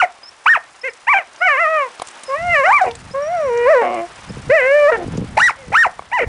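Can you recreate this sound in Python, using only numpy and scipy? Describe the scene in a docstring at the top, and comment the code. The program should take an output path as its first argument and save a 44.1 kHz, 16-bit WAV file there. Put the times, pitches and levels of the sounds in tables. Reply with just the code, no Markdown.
"""On a rocky shore, an excited dog yips and whines while it paws a slab out of the sand.
Its voice is a stack of harmonics shaped by mouth and throat; it glides, cracks and once sinks into a growl.
Thin gliding tones whistle through the nose. Stones clack and the slab thuds as ringing modes,
and claws scratch with short bursts of noise. Coloured noise makes the small waves and a faint wind rumble."""
import sys
import numpy as np
from scipy import signal
from scipy.fft import rfft, irfft, next_fast_len
from scipy.io import wavfile

SR = 44100
rng = np.random.default_rng(int(sys.argv[2]) if len(sys.argv) > 2 else 0)


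def to_wav(sig):
    """Store sig (one row per channel, or 1-D mono) as 16-bit WAV at the path in sys.argv[1].

    Samples outside -1..1 are clipped; the rate is SR.
    """
    pcm = np.clip(np.atleast_2d(sig), -1, 1) * 32767
    pcm = np.round(pcm).astype(np.int16)
    wavfile.write(sys.argv[1], SR, pcm.T)  # frames by channels


N = 276931
TIME = np.arange(N) / SR

# colours of the wave wash, its fizz and the wind: pitch_hz, relative level_db
SURF_COLOUR = [(100, -26), (250, -6), (500, -0.5), (900, 4), (1400, 2.5), (2200, -1), (3500, -5.5),
               (6000, -16.5), (10000, -65.5)]
SPRAY_COLOUR = [(2500, -24), (5000, -1.5), (7000, -4), (10000, -5.5)]
WIND_COLOUR = [(20, -13), (60, 0.5), (110, -0.5), (220, -5.5), (400, -20), (900, -23), (3000, -70)]
SURF_DB, SPRAY_DB = -47, -52   # the sea between waves
# small waves wash in: middle_s, half_length_s, surf_db, spray_db
WAVES = [(2.285, 0.75, -46, -52), (4.564, 0.99, -45, -53)]
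# the breeze picks up once: calm and breezy level, and when it starts and stops rising
CALM_DB, BREEZE_DB, BREEZE_RISE_S = -69.5, -51.5, (2.1, 2.9)
# short gusts on top of the breeze: middle_s, half_length_s, level_db
GUSTS = [(2.483, 0.098, -38), (3, 0.12, -42), (3.516, 0.16, -44.5), (4.38, 0.11, -35.5), (4.495, 0.02, -32),
         (5.19, 0.18, -31), (5.37, 0.037, -33), (5.685, .03, -39), (6.28, .04, -30)]

# single echoes off nearby boulders, before the echoes are dulled: delay_s, level_db
BOULDERS = [(.0125, -23), (.029, -22.5)]

# ways a stone and the slab ring: pitch_hz, relative level_db, time to fall by 60 dB t60_s
STONE_MODES = [(430, -11.5, 0.013), (720, -4.5, 0.013), (1120, -6, .016), (2230, -22.5, 0.031),
               (3300, -21.5, .008)]
SLAB_MODES = [(125.7, -5, 0.12), (190, -1, 0.04), (278, -5, 0.043), (463, -6, 0.03)]
GRIT_PER_S, GRIT_DB, GRIT_SPREAD_DB = 25, -45.5, 1.5   # pebbles shift under the paws
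# claws and grit scratch the rock: start_s, peak_db, ring_hz
SCRATCHES = [(0.935, -30, 8240), (1.361, -30.5, 5570), (1.997, -22, 4440), (2.018, -18.5, 4100),
             (2.02, -21, 9600), (2.072, -21.5, 7960), (2.085, -23, 7850), (2.113, -30, 8850),
             (2.235, -18.5, 9800), (2.24, -34, 8950), (2.911, -21.5, 4200), (2.952, -28, 4184),
             (2.953, -23.5, 8150), (3.575, -23.5, 6260), (3.944, -27, 8530), (5.174, -23, 6440)]
# stone knocks on stone: start_s, strike_db
KNOCKS = [(.188, -27), (1.998, -14), (2.019, -7.5), (2.023, -16.5), (2.085, -28), (5.079, -32),
          (5.993, -9.5), (6.022, -24)]
# the slab rocks in its bed of sand: start_s, strike_db
THUDS = [(3.108, -28), (4.293, -24), (4.303, -19), (4.369, -17), (4.393, -27), (4.481, -22.5),
         (5.061, -15.5), (5.08, -13.5), (5.138, -17.5), (5.152, -14), (5.178, -9), (5.19, -9), (5.212, -14),
         (5.222, -16), (5.24, -15), (5.68, -25), (5.703, -19.5)]

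# nasal whistles: start_s, end_s, start_hz, end_hz, middle level_db
WHISTLES = [(0.23, 0.298, 4980, 5450, -37), (0.812, 0.829, 5070, 5370, -41.5),
            (0.895, 0.912, 5300, 5080, -41), (1.387, 1.456, 4920, 5330, -47),
            (2.252, 2.324, 5140, 5030, -42), (3.107, 3.138, 4920, 5400, -41),
            (3.219, 3.289, 5620, 5800, -40), (3.298, 3.56, 5700, 5680, -51.5),
            (4.29, 4.312, 5000, 5400, -38)]

# resonances of the growling throat: pitch_hz, relative level_db, time to fall by 60 dB t60_s
GROWL_MODES = [(219, -13, 0.043), (550, 0, 0.041), (730, 1, 0.024), (1105.4, -1.5, 0.028),
               (2180, -6.5, 0.023), (2860, -9.5, 0.0078)]
# the third whine sinks into a growl, with one slow flap to three cycles of the voice
GROWL_START_S, GROWL_END_S, GROWL_FADE_S, CYCLES_PER_FLAP = 3.805, 4.025, 0.023, 3
GROWL_DB, GROWL_DB_PER_S, GROWL_UNEVEN, GROWL_SETTLE_S = -17.5, -45, .2, 0.091

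# colour of the breath noise in the voice: pitch_hz, relative level_db
BREATH_COLOUR = [(200, -35.5), (450, -12), (800, -1.5), (1400, 12.5), (2300, 10.5), (3300, -31.5),
                 (6000, -26), (10000, -25)]
# weak upper resonances of the muzzle: pitch_hz, relative level_db
OVERTONES = [(1000, -28), (2800, -34), (3800, 9), (4700, 1), (5600, 7.5), (6500, 1), (7400, 3), (8300, -3),
             (9600, 0.5), (10500, -36.5)]
# the voice cracks into unequal cycles: start_s, end_s, in_between_partials_db, added_roughness (0-1)
CRACKS = [(2.655, 2.742, -20, 0.28), (2.775, 2.815, -19, 0.6), (2.836, 2.902, -13.5, 0.61),
          (3.811, 3.887, -15, 0.27), (4.595, 4.685, -14.5, 0.01), (4.889, 4.96, -15.5, 0.11),
          (4.952, 5.08, -17.5, 0.63)]
MIDDLE_PITCH_HZ, MOUTH_FOLLOWS_PITCH = 600, 0.56   # the mouth opens as pitch climbs (octaves per octave)

# the path of each long whine: time_s, pitch_hz, level_db (before WHINE_GAIN_DB),
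# throat_share_db (before its upper limit), jaw_opening (0-1), throat_hz
WAVERING_WHINE = [(1.4, 573, -40.5, -11, 0.4, 1890), (1.42, 703, -12, -6.5, 0.56, 1860),
                  (1.444, 757, -14, -3, 0.81, 1970), (1.47, 736, -10.5, -2.5, 0.41, 2100),
                  (1.49, 616, -9, -1, 0.64, 1960), (1.564, 509, -17.5, -2, 0.41, 1930),
                  (1.608, 686.4, -13.5, -2, 0.64, 1970), (1.63, 677, -13, -2.5, 0.47, 2050),
                  (1.664, 608, -14, -6, 0.6, 1920), (1.702, 644, -18.5, -9, 0.42, 2110),
                  (1.762, 628, -14, -8, 0.5, 2093), (1.828, 543.6, -17, -9.5, 0.48, 2150),
                  (1.885, 462, -34, -14, 0.3, 1890)]
RISING_WHINE = [(2.28, 545, -33, -17, 0.29, 1930), (2.294, 525.5, -22, -26, 0.44, 2030),
                (2.344, 559.3, -16.5, -19.5, 0.69, 2070), (2.378, 639, -25.5, 0.5, 0.31, 1890),
                (2.452, 714.4, -21, -16, 0.58, 2080), (2.53, 686.5, -13, 5, 0.35, 2000),
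                (2.566, 586.6, -9, -1, 0.62, 1980), (2.63, 522.4, -16, -9, 0.53, 1940),
                (2.664, 703.4, -9, 1, 0.51, 1790), (2.7, 810, -9, -12, 0.6, 1620),
                (2.738, 1183, -8.5, -6, 0.67, 2330), (2.77, 1152, -10, -0.5, 0.49, 2260),
                (2.808, 813, -24, -9, 0.84, 2060), (2.816, 750, -7.5, -19, 0.5, 1810),
                (2.836, 747, -10.5, -30, 0.37, 1640), (2.85, 523, -23.5, -9, 0.48, 1890),
                (2.876, 478, -20, -13, 0.38, 2260), (2.93, 455, -36.5, -16, 0.37, 2328)]
WHINE_INTO_GROWL = [(3.135, 535, -37, -14, 0.33, 1650), (3.149, 535.6, -19, -27, 0.61, 1640),
                    (3.259, 603, -22, -17, 0.52, 1870), (3.323, 712.4, -19.5, -23, 0.43, 2170),
                    (3.343, 722.2, -18.5, -25, 0.62, 1940), (3.509, 471.3, -17.5, -24, 0.46, 2100),
                    (3.651, 480.5, -14, -11, 0.32, 2050), (3.663, 495.6, -10.5, -16.5, 0.56, 1930),
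                    (3.715, 668.6, -4.5, -12.5, 0.51, 1820), (3.759, 509.6, -9, -12, 0.49, 1640),
                    (3.819, 449, -16, -12.5, 0.54, 1960), (3.841, 362.4, -22, -22, 0.59, 2180),
                    (3.893, 351.5, -25, -22, 0.5, 2200), (3.923, 371.5, -26, -24, 0.52, 2190),
                    (3.983, 336.6, -24, -11, 0.44, 2160), (4.045, 348, -24.5, -35, 0.55, 2110),
                    (4.07, 351.8, -39, -5, 0.5, 1975)]
STRAINING_WHINE = [(4.492, 457, -33, -28, 0.32, 1840), (4.502, 493, -8.5, -7, 0.4, 1810),
                   (4.528, 607, -7.5, -11.5, 0.18, 2000), (4.552, 670, -9, -3.5, 0.22, 1900),
                   (4.618, 491.2, -15, -1.5, 0.52, 1930), (4.768, 596, -9, -10.5, 0.34, 1880),
                   (4.816, 587, -9.5, -16, 0.65, 2230), (4.87, 574, -8.5, -10.5, 0.66, 1760),
                   (4.904, 654.7, -9, -10.5, 0.81, 1750), (4.912, 615, -20, -16, 0.55, 1765),
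                   (4.922, 476.5, -12, -4.5, 0.46, 1640), (4.956, 447.5, -17, -3, 0.63, 1730),
                   (4.972, 377.4, -30, -19, 0.56, 1820), (5.01, 345, -28, -27, 0.59, 1750),
                   (5.05, 346, -30.5, -22, 0.37, 1670)]
# how each whine is voiced: path, mouth_hz (at middle pitch, jaw half open), high_overtones_db,
# breath_db (at full roughness)
WHINES = [(WAVERING_WHINE, 927, -49, -3.5), (RISING_WHINE, 824, -41.5, -17),
          (WHINE_INTO_GROWL, 761, -50, -3.5), (STRAINING_WHINE, 687, -51.5, -20)]
WHINE_GAIN_DB, WHINE_ROUGH, MAX_THROAT_SHARE = 3.5, 0.043, 0.83

# a yip is one arch of pitch: start_s, attack_s, rise_s, fall_s, tail_s, start_hz, top_hz, end_hz,
# level_db, fade_by_the_end_db, mouth_hz (at middle pitch), throat_over_mouth_db, high_overtones_db,
# flank_roughness (0-1), clinging_to_registers (0-1)
YIPS = [(-.05, .01, 0.044, 0.024, 0.035, 800, 1493, 730, -7.5, -22, 620, -4, -38.5, 0.26, 0.52),
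        (.456, 0.0073, .053, 0.059, 0.0085, 903, 1830, 631, -5.5, -20, 600, 0.5, -41.5, 0.63, 0.78),
        (.832, 0.011, 0.027, 0.022, 0.014, 480, 533, 454, -17.5, -13, 453, 5.5, -46, 0, 0.02),
        (1.068, 0.014, 0.041, .026, 0.093, 763, 1161, 790, -7.5, -35.5, 860, 3.5, -45.5, 0.23, 0.07),
        (5.368, 0.01, .082, 0.053, .012, 600, 1975, 637, -6.5, -26, 660, -7, -29.5, 0.77, 0.79),
        (5.56, 0.034, 0.022, 0.054, .06, 532, 550, 505, -37.5, -8, 540, -7, -57, 0.2, .05),
        (5.718, 0.031, .084, 0.055, 0.021, 538, 1847, 660, -6.5, -27, 620, -8, -35, 0.73, 0.94),
        (6.115, .018, 0.03, .062, .036, 720, 1000, 486, -12.5, -6, 645, -2, -44, 0.44, 0.08)]
YIP_HOLD_S, GLIDE_BEND = .01, .8   # time at the top; a bend of 1 makes glides start and end level
YIP_ONSET_DB, FADE_POWER, END_FADE_S = -18.5, 2.37, 0.014   # a yip swells from this, then dies ever faster
RING_HZ, RING_HALF_WIDTH_HZ, RING_DB = 730, 26.6, 6.5   # a yip leaps out as its pitch crosses this
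YIP_THROAT_HZ, YIP_RASP_DB, YIP_TOP_ROUGH = 2050, -14.5, 0.077
REGISTER_HZ, REGISTER_STEP_HZ = 1890, 528   # yips cling to pitches this far apart
REST_HZ, SAG_POWER, TAIL_ROUGH = 439, 2.5, 0.19   # in its tail a yip sags to the resting pitch and frays

LIMIT_DB, LIMIT_ATTACK_S, LIMIT_RELEASE_DB_PER_S = -3, 0.00073, 251.5
CUTOFF_HZ = 10150


def from_db(db):
    """Decibels to gain."""
    return 10 ** (np.asarray(db) / 20)


def rms_one(x):
    """Scale to unit power."""
    return x / np.sqrt(np.mean(x ** 2) + 1e-20)


def unit_sum(partials):
    """Scale the partials so that their powers add up to one at every moment."""
    return partials / np.sqrt(np.sum(partials ** 2, axis=0))


def curves(rows, t):
    """The columns of a table, joined by straight lines in time."""
    s, *columns = np.transpose(rows)
    return [np.interp(t, s, column) for column in columns]


def low_pass(x, hz):
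    """Keep the slow or dull part of a signal."""
    return signal.sosfilt(signal.butter(2, hz, fs=SR, output="sos"), x)


def noise(colour):
    """Steady noise of a given colour, at unit power."""
    hz, db = np.transpose(colour)
    size = next_fast_len(N)
    bins = np.maximum(np.fft.rfftfreq(size, 1 / SR), 1)
    gain = from_db(np.interp(np.log(bins), np.log(hz), db))
    return rms_one(irfft(rfft(rng.standard_normal(size)) * gain, size)[:N])


def flutter(rate_hz, size):
    """Random unsteadiness, mostly slower than the given rate, at unit power."""
    slow = low_pass(rng.standard_normal(size + SR // 10), rate_hz)
    return rms_one(slow[-size:])


def gate(t, start, end, fade):
    """One between start and end, with rounded edges."""
    return np.sin(np.pi / 2 * np.clip(np.minimum(t - start, end - t) / fade, 0, 1)) ** 2


def swell(middle_s, half_length_s, db):
    """Gain of one smooth rise and fall."""
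    return from_db(db) * np.exp(-((TIME - middle_s) / half_length_s) ** 2)


def ring(force, hz, t60):
    """A unit click sets a dying sine of starting height 1 ringing."""
    r, w = from_db(-60 / (t60 * SR)), 2 * np.pi * hz / SR
    return signal.lfilter([0, np.sin(w)], [1, -2 * r * np.cos(w), r * r], force + 1e-18)


def resonance(hz, centre, half_width_hz):
    """Gain of a resonance with steep skirts."""
    return 1 / (1 + ((hz - centre) / half_width_hz) ** 2)


def blows(events, modes):
    """Each blow strikes every mode with a slightly different strength."""
    s, strike_db = np.transpose(events)
    out, chance_db = np.zeros(N), 2 * rng.standard_normal((len(s), len(modes)))
    for k, (hz, db, t60) in enumerate(modes):
        clicks = np.zeros(N)
        clicks[np.round(s * SR).astype(int)] = from_db(strike_db + db + chance_db[:, k])
        out += (-1) ** k * ring(clicks, hz, t60)
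    return out


def waves():
    """Water washing and fizzing is coloured noise that swells with each wave and flickers."""
    surf = from_db(SURF_DB) + sum(swell(s, half, db) for s, half, db, _ in WAVES)
    spray = from_db(SPRAY_DB) + sum(swell(s, half, db) for s, half, _, db in WAVES)
    lap, fizz = from_db(1.3 * flutter(25, N)), from_db(3 * flutter(90, N))
    return surf * lap * noise(SURF_COLOUR) + spray * fizz * noise(SPRAY_COLOUR)


def wind():
    """Wind is lumpy low noise: a breeze that rises once, plus short gusts."""
    breeze = from_db(np.interp(TIME, BREEZE_RISE_S, [CALM_DB, BREEZE_DB]))
    level = breeze + sum(swell(*gust) for gust in GUSTS)
    return level * from_db(3 * flutter(25, N)) * noise(WIND_COLOUR)


def rocks(x, near_t60=0.25, near_db=-18, far_t60=0.22, far_db=-24, dull_hz=1800, first_s=0.011):
    """Boulders return single echoes; stones and farther rock faces scatter a dull, dying tail."""
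    t = TIME[:SR // 2]
    tail = np.zeros(len(t))
    for t60, db in ((near_t60, near_db), (far_t60, far_db)):
        echoes = rng.standard_normal(len(t)) * np.exp(-np.log(1000) * t / t60) * (t > first_s)
        tail += from_db(db) * echoes / np.sqrt(np.sum(echoes ** 2))
    for delay, db in BOULDERS:
        tail[round(delay * SR)] += from_db(db)
    return signal.fftconvolve(x, low_pass(tail, dull_hz))[:N]


def grit():
    """Pebbles tick against each other at random and ring like small blows on stone."""
    s = TIME[rng.random(N) < GRIT_PER_S / SR]
    strike_db = GRIT_DB + GRIT_SPREAD_DB * rng.standard_normal(len(s))
    return blows(np.column_stack([s, strike_db]), STONE_MODES)


def claws(decay_s=0.0035, ring_t60=0.0013, crack=0.53):
    """Each scratch is a few milliseconds of friction on a small ringing chip."""
    out, t = np.zeros(N), TIME[:SR // 20]
    for s, db, hz in SCRATCHES:
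        friction = rng.standard_normal(len(t)) * np.exp(-t / decay_s)
        scratch = rms_one(ring(friction, hz, ring_t60)) + crack * rms_one(friction)
        out[round(s * SR):][:len(t)] += from_db(db) * scratch / np.abs(scratch).max()
    return out


def knocks():
    """Stone striking stone rings in short, bright modes."""
    return blows(KNOCKS, STONE_MODES)


def slab():
    """The rocking slab rings low, but is too small to send out deep bass."""
    no_bass = signal.butter(2, 75, "high", fs=SR, output="sos")
    return from_db(-0.5) * signal.sosfilt(no_bass, blows(THUDS, SLAB_MODES))


def nose(waver=0.0069):
    """Thin whistles through the nose are gliding sines, unsteady in pitch and level."""
    out, unsteady = np.zeros(N), 1 + waver * flutter(150, N)
    for start, end, start_hz, end_hz, db in WHISTLES:
        span = (TIME >= start) & (TIME <= end)
        t = TIME[span]
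        pitch = np.interp(t, [start, end], [start_hz, end_hz]) * unsteady[span]
        tone = np.sin(2 * np.pi * np.cumsum(pitch) / SR)
        out[span] += from_db(db) * gate(t, start, end, fade=0.0052) * tone
    return out * from_db(3 * flutter(40, N))


def growl():
    """Slow flaps, uneven at first, set the throat ringing as they die away."""
    age = np.maximum(TIME - GROWL_START_S, 0)
    rate = curves(WHINE_INTO_GROWL, TIME)[0] / CYCLES_PER_FLAP
    uneven = GROWL_UNEVEN * np.exp(-age / GROWL_SETTLE_S)
    cycles = np.cumsum(rate * (1 + uneven * flutter(150, N))) / SR
    flaps = np.diff(np.floor(cycles), prepend=0) * (1 + uneven * flutter(150, N))
    throat = sum((-1) ** k * from_db(db) * ring(flaps, hz, t60)
                 for k, (hz, db, t60) in enumerate(GROWL_MODES))
    sounding = gate(TIME, GROWL_START_S, GROWL_END_S, GROWL_FADE_S)
    level = from_db(GROWL_DB + GROWL_DB_PER_S * age)
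    return throat / np.std(throat[sounding > 0]) * level * sounding


def call(t, pitch, level_db, rough, mouth_hz, throat_hz, throat_db, bite_db, rasp_db, turbulence,
         jitter=0.0027, rough_jitter=0.044, shimmer=1.0, air_db=-38, bite_db_per_octave=5,
         half_order_db=-9, top_hz=3020):
    """Harmonics of the vocal folds pass two moving resonances; roughness shakes them and adds air noise."""
    span = np.round(t * SR).astype(int)
    crack_rough = sum(more * gate(t, start, end, fade=0.012) for start, end, _, more in CRACKS)
    rough = np.clip(rough + crack_rough, 0, 1)
    wobble = 1 + (jitter + rough_jitter * rough) * flutter(130, len(t))
    phase = 2 * np.pi * np.cumsum(pitch * wobble) / SR
    # whole orders are the harmonics; half orders sound when strong and weak cycles alternate
    orders = np.arange(1, 41)[:, None] / 2
    whole, hz = orders % 1 == 0, orders * pitch
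    doubling = sum(from_db(db) * gate(t, start, end, fade=0.025) for start, end, db, _ in CRACKS)
    folds = np.where(whole, 1, doubling * (orders > 1)) / np.sqrt(1 + (hz / top_hz) ** 28)
    # mouth and throat side by side; a weak third resonance stays put at the upper edge
    mouth_now_hz = mouth_hz * (pitch / MIDDLE_PITCH_HZ) ** MOUTH_FOLLOWS_PITCH
    mouth = folds * resonance(hz, mouth_now_hz, half_width_hz=84)
    upper_edge = from_db(-25) * resonance(hz, centre=2860, half_width_hz=89)
    throat = folds * (resonance(hz, throat_hz, half_width_hz=336) + upper_edge)
    tract = unit_sum(unit_sum(mouth) + from_db(throat_db) * unit_sum(throat))
    # forced folds snap shut hardest at the top of the call, which adds frayed high overtones
    force_db = bite_db + bite_db_per_octave * np.log2(pitch / pitch.max())
    overtones = from_db(force_db + np.interp(hz, *np.transpose(OVERTONES)))
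    overtones *= np.where(whole, 1, from_db(half_order_db))
    overtones *= (1 + 0.47 * flutter(460, len(t))) * (hz < SR / 4)
    shake = 1 + shimmer * rough * np.array([flutter(102, len(t)) for _ in orders])
    # staggered starting phases keep the harmonics from all peaking together
    waves_of_voice = np.sin(orders * phase + np.pi * orders ** 2 / orders.max())
    voice = np.sum((tract + overtones) * shake * waves_of_voice, axis=0)
    air_level = from_db(air_db) + from_db(rasp_db) * rough
    air = air_level * turbulence[span] * (1 + 0.34 * np.sin(phase))   # breath pulses with the folds
    out = np.zeros(N)
    out[span] = (voice + air) * from_db(level_db) * gate(t, t[0], t[-1], fade=0.0026)
    return out


def whines(turbulence):
    """Long glides, nearly clean outside the cracks; the mouth opens with jaw and pitch."""
    out = np.zeros(N)
    for path, mouth_hz, bite_db, rasp_db in WHINES:
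        t = TIME[(TIME >= path[0][0]) & (TIME <= path[-1][0])]
        pitch, level_db, share_db, jaw, throat_hz = curves(path, t)
        share = np.minimum(from_db(share_db) ** 2, MAX_THROAT_SHARE)
        throat_db = 10 * np.log10(share / (1 - share))   # throat power against mouth power
        mouth = mouth_hz * 2 ** (jaw - .5)
        out += call(t, pitch, level_db + WHINE_GAIN_DB, WHINE_ROUGH, mouth, throat_hz, throat_db,
                    bite_db, rasp_db, turbulence)
    return out


def glide(progress):
    """How far the pitch has left the top of its arch, 0 to 1."""
    angle = np.pi / 2 * GLIDE_BEND
    return (np.sin(angle * np.clip(progress, 0, 1)) / np.sin(angle)) ** 2


def registers(pitch, cling, sharpness=0.61):
    """Draw a glide towards the nearest register, so that it lingers there and hurries on between."""
    angle = 2 * np.pi * (pitch - REGISTER_HZ) / REGISTER_STEP_HZ
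    pull = np.arctan2(sharpness * np.sin(angle), 1 + sharpness * np.cos(angle))
    return pitch - cling * REGISTER_STEP_HZ / (2 * np.pi) * pull


def yips(turbulence):
    """The pitch shoots up, holds, falls and sags; the voice is cleanest at the top, rougher on the flanks."""
    out = np.zeros(N)
    for (start, attack, rise, fall, tail, start_hz, top_hz, end_hz, db, end_db, mouth_hz,
         throat_db, bite_db, rough, cling) in YIPS:
        top = start + rise
        turn = top + YIP_HOLD_S
        t = TIME[(TIME >= start) & (TIME <= turn + fall + tail)]
        before, after = glide((top - t) / rise), glide((t - turn) / fall)
        in_tail = np.maximum(t - turn - fall, 0) / tail
        sag = (REST_HZ / end_hz) ** (in_tail ** SAG_POWER)
        arch = top_hz + before * (start_hz - top_hz) + after * (end_hz - top_hz)
        pitch = registers(arch * sag, cling)
        onset_db = YIP_ONSET_DB * np.maximum(1 - (t - start) / attack, 0)
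        fade_db = end_db * (np.maximum(t - turn, 0) / (fall + tail)) ** FADE_POWER
        leap_db = RING_DB * resonance(pitch, RING_HZ, RING_HALF_WIDTH_HZ)
        roughness = YIP_TOP_ROUGH + rough * (before + after) + TAIL_ROUGH * in_tail
        yip = call(t, pitch, db + onset_db + fade_db + leap_db, roughness, mouth_hz, YIP_THROAT_HZ,
                   throat_db, bite_db, YIP_RASP_DB, turbulence)
        out += yip * gate(TIME, -np.inf, t[-1], END_FADE_S)
    return out


def dog():
    """All the yips and whines, sharing one stream of breath noise."""
    turbulence = noise(BREATH_COLOUR)
    return whines(turbulence) + yips(turbulence)


def scene():
    """The dog and its digging, among the rocks, before the sea; only the voice echoes."""
    shore = waves() + wind()
    digging = grit() + claws() + knocks() + slab()
    voice = nose() + growl() + dog()
    return (shore + digging + rocks(voice) + voice)[None]


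def limiter(x):
    """Turns loud sounds down quickly and recovers at a steady rate."""
    over_db = np.maximum(20 * np.log10(np.abs(x) + 1e-9) - LIMIT_DB, 0)
    recovered_db = LIMIT_RELEASE_DB_PER_S * TIME
    cut_db = np.maximum.accumulate(over_db + recovered_db, axis=-1) - recovered_db
    r = np.exp(-1 / (LIMIT_ATTACK_S * SR))
    return x * from_db(-signal.lfilter([1 - r], [1, -r], cut_db))


def record(dry, ceiling=0.79):
    """Loud sounds are limited, their peaks rounded, and the top is cut."""
    held = limiter(dry)
    rounded = held / (1 + (held / ceiling) ** 6) ** (1 / 6)
    return signal.sosfilt(signal.ellip(10, .2, 70, CUTOFF_HZ, fs=SR, output="sos"), rounded)


dry = scene()
out = record(dry)
to_wav(out)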